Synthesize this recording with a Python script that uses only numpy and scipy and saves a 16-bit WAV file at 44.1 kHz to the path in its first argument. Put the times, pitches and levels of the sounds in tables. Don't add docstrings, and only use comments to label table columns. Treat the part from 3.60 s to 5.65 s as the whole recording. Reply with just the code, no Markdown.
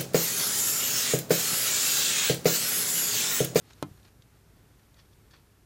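import sys
import numpy as np
from scipy import signal
from scipy.io import wavfile

SR = 44100
rng = np.random.default_rng(int(sys.argv[2]) if len(sys.argv) > 2 else 0)


def generate_wav(sig):
    pcm = np.round(np.clip(np.atleast_2d(sig).T, -1, 1) * 32767).astype(np.int16)
    wavfile.write(sys.argv[1], SR, pcm)


N = 90404
T = np.arange(N) / SR


# (time [s], strength [dB])
IMPACTS = [(0.2247, -30.5), (.2267, 0.5)]
# (frequency [Hz], gain [dB], T60 [s])
ENCLOSURE_MODES = [(102.6, -42.5, 0.51), (151.7, -34, 0.17), (201.2, -39.5, 0.21), (294.5, -32.5, 0.15),
                   (326, -35.5, 0.13), (392, -27.5, 0.033), (496, -34, 0.034), (605, -27, 0.02),
                   (741, -58, 0.26), (894, -38, 0.05), (1039, -38.5, 0.072), (1303, -39.5, 0.081),
                   (1473, -48.5, 0.072), (2090, -47.5, 0.069), (2433, -49, 0.07), (3254, -59, 0.086),
                   (3470, -53.5, 0.024), (3670, -51, 0.031), (4170, -34.5, 0.013)]
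# (frequency [Hz], relative spectral density [dB])
TAIL_SPECTRUM = [(90, 7.5), (250, -4.5), (600, -5.5), (1400, -10), (2000, -24), (3400, -8), (7000, -13),
                 (14000, -29)]
# (frequency [Hz], T60 [s])
TAIL_DECAY = [(100, 0.45), (300, 0.27), (1300, 0.19), (3500, 0.063), (8000, 0.045), (14000, 0.019)]

def knock(contact_s=0.00077):
    clicks = np.zeros(N)
    for s, db in IMPACTS:
        clicks[int(s * SR)] += from_db(db)
    half_sine = np.sin(np.pi * np.minimum(T[:SR // 100] / contact_s, 1))
    push = from_db(-21.5) * butter(np.convolve(clicks, half_sine)[:N], 274, "high")
    crack = from_db(-5) * butter(butter(clicks, 2500, "high"), 4030, "low", order=1)
    modes = sum(from_db(db) * ring(clicks, hz, t60) for hz, db, t60 in ENCLOSURE_MODES)
    age = T - IMPACTS[-1][0]
    decay = lambda hz: (age > 0) * from_db(-60 * np.abs(age) / at_hz(TAIL_DECAY, hz))
    tail = from_db(-41.5) * coloured(white(), TAIL_SPECTRUM, decay)
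    return butter(push + crack + modes + tail, 102.6, "high", order=3)


# (peak time [s], level [dB], rise [s], fall [s], tilt [dB/octave])
STROKES = [(0.057, -66, 0.028, .015, -0.5), (.092, -59, 0.015, 0.0061, 1.5),
           (.108, -48.5, 0.0042, 0.0042, -0.5), (.124, -62, .008, 0.031, 4.5),
           (0.186, -62.5, .006, 0.035, 1), (.377, -59.5, 0.0026, 0.0047, -2),
           (.399, -63, 0.0043, 0.0047, 0), (0.453, -57, 0.0072, 0.011, 1), (.484, -62.5, 0.011, 0.0063, -2),
           (.775, -72, 0.062, 0.0075, -6.5), (.97, -75, .02, .05, -9.5), (1.196, -64.5, 0.0073, 0.0072, -2),
           (1.372, -69, 0.016, .012, -5), (1.395, -55.5, .011, .014, 1), (1.454, -67.5, .005, 0.0055, -5.5),
           (1.534, -65.5, 0.008, 0.0061, 5.5), (1.711, -57.5, 0.0031, 0.0098, 4),
           (1.742, -51, 0.0057, 0.0079, -4), (1.767, -62.5, 0.008, .025, 0)]
# (frequency [Hz], relative spectral density [dB])
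SOIL_SPECTRUM = [(550, -1), (900, -3.5), (1700, 1), (3000, -2), (4100, -1), (5300, -4), (6400, -9),
                 (8500, -15), (14000, -25)]
# (frequency [Hz], bandwidth [Hz], gain [dB])
FIRST_CHIP_MODES = [(797, 140, 4), (1430, 140, -1), (2540, 170, -1.5), (3760, 110, -1.5), (4260, 260, -1.5),
                    (6200, 180, -9), (6930, 320, -7.5)]
# (frequency [Hz], bandwidth [Hz], gain [dB])
SECOND_CHIP_MODES = [(924, 58, 1), (1270, 420, -4.5), (1830, 86, 6), (2340, 69, -4), (3390, 140, 4),
                     (4550, 100, 5), (5300, 140, -2), (5970, 200, -3.5)]

def scuffs(shift_s=0.77, pivot_hz=3000):
    def force(hz):
        octaves = np.log2(max(hz, pivot_hz / 4) / pivot_hz)
        return sum(from_db(db + tilt * octaves) * swell(s, rise, fall)
                   for s, db, rise, fall, tilt in STROKES)

    first, second = grains()
    chips = np.where(T < shift_s, resonate(first, FIRST_CHIP_MODES), resonate(second, SECOND_CHIP_MODES))
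    chips = butter(chips, (760, 8100), "band")
    dull = butter(chips, pivot_hz, "low", order=1)
    rasp = dull * force(pivot_hz / 2) + (chips - dull) * force(pivot_hz * 2)
    soil = coloured(grains(), SOIL_SPECTRUM, force)
    return from_db(-3.5) * (soil + rasp)


# (time [s], level [dB])
CLAW_SLIPS = [(.1330, -51), (0.4308, -59), (0.622, -51.5), (1.232, -66), (1.3434, -58)]
# (frequency [Hz], relative spectral density [dB])
CLAW_SPECTRUM = [(900, -20), (2000, -1), (2700, -2), (4000, 8.5), (5000, -3), (6300, 4), (8000, -14),
                 (14000, -32)]

def ticks():
    bursts = sum(from_db(db) * swell(s, rise=0.00042, fall=0.0031) for s, db in CLAW_SLIPS)
    return bursts * coloured(white(), CLAW_SPECTRUM)


# (peak time [s], level [dB])
WEIGHT_SHIFTS = [(.317, -39), (.386, -52), (0.599, -48)]

def thuds(floor_hz=103):
    return sum(from_db(db) * swell(s, rise=0.0045, fall=0.0054) * np.sin(2 * np.pi * floor_hz * (T - s))
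               for s, db in WEIGHT_SHIFTS)


# (frequency [Hz], relative spectral density [dB])
RUMBLE_SPECTRUM = [(32, 0), (45, -0.5), (70, -4), (110, 0.5), (170, -7), (240, -10.5), (290, -11),
                   (390, -11.5), (480, -17), (800, -21.5), (1500, -23.5), (2500, -32.5)]
# (time [s], level [dB])
RUMBLE_ENVELOPE = [(0, -57), (.5, -58.5), (.7, -61), (1.02, -57.5), (1.25, -60.5), (1.7, -59), (2.05, -62)]
# (frequency [Hz], rms level [dB])
HUM_TONES = [(60, -68), (101.5, -66.5)]
# (frequency [Hz], relative spectral density [dB])
HISS_SPECTRUM = [(200, -3.5), (1500, 3), (3000, 1), (6000, -0.5), (9000, -1.5), (13000, -1.5), (15000, -2)]
# (time [s], level [dB])
HISS_ENVELOPE = [(0, -66), (.2, -64.5), (.3, -63.5), (.46, -66), (.55, -68), (1.0, -67.5), (1.75, -67.5),
                 (2.05, -69)]

def room():
    hum = 0
    for hz, db in HUM_TONES:
        amplitude = np.sqrt(2) * from_db(db + drift(8.67))
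        hum += amplitude * np.sin(2 * np.pi * hz * T + 0.56 * drift(6.86))
    rumble = butter(coloured(white(), RUMBLE_SPECTRUM), 36.8, "high", order=4)
    rumble *= from_db(np.interp(T, *np.transpose(RUMBLE_ENVELOPE)))
    hiss = coloured(white(), HISS_SPECTRUM)
    hiss *= from_db(np.interp(T, *np.transpose(HISS_ENVELOPE)))
    return rumble + hum + hiss


def grains(per_s=5900, spread_db=6.5):
    sizes = from_db(spread_db * np.minimum(rng.exponential(1, (2, N)), 4))
    return sizes * rng.choice([-1, 1], (2, N)) * (rng.random((2, N)) < per_s / SR)


def ring(x, hz, t60):
    r, w = from_db(-60 / (t60 * SR)), 2 * np.pi * hz / SR
    return signal.lfilter([0, np.sin(w)], [1, -2 * r * np.cos(w), r * r], x + 1e-18)


def resonate(x, modes):
    out = 0
    for k, (hz, width, db) in enumerate(modes):
        r, w = np.exp(-np.pi * width / SR), 2 * np.pi * hz / SR
        mode = signal.lfilter([1, 0, -1], [1, -2 * r * np.cos(w), r * r], x) * (1 - r * r) / 2
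        out += (-1) ** k * from_db(db) * mode
    return rms_one(out)


def coloured(sources, spectrum, envelope=lambda hz: 1):
    edges = 22 * 2 ** (np.arange(30) / 3)
    out, power = 0, 0
    for k, (low, high) in enumerate(zip(edges, edges[1:])):
        hz = np.sqrt(low * high)
        octaves_outside = max(np.log2(spectrum[0][0] / hz), np.log2(hz / spectrum[-1][0]), 0)
        gain = from_db(at_hz(spectrum, hz) - 12 * octaves_outside) * np.sqrt(high - low)
        band = rms_one(butter(sources[k % 2], [low, high], "band"))
        out += gain * envelope(hz) * band
        power += gain ** 2
    return out / np.sqrt(power)


def white():
    return rng.standard_normal((2, N))


def swell(s, rise, fall):
    return np.exp(-np.maximum((s - T) / rise, (T - s) / fall))


def drift(per_s):
    knots = rng.standard_normal(200)
    return np.interp(T * per_s, np.arange(len(knots)), knots)


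def butter(x, hz, kind, order=2):
    sections = signal.butter(order, np.clip(hz, 10, .48 * SR), kind, fs=SR, output="sos")
    return signal.sosfilt(sections, x + 1e-18)


def at_hz(points, hz):
    frequencies, values = np.transpose(points)
    return np.interp(np.log(hz), np.log(frequencies), values)


def from_db(db):
    return 10 ** (np.asarray(db) / 20)


def rms_one(x):
    return x / np.sqrt(np.mean(x ** 2) + 1e-20)


def scene():
    return (knock() + thuds() + scuffs() + ticks() + room())[None]


def record(dry, cutoff_hz=14450):
    return signal.sosfilt(signal.ellip(10, .1, 70, cutoff_hz, fs=SR, output="sos"), dry)


dry = scene()
out = record(dry)
generate_wav(out)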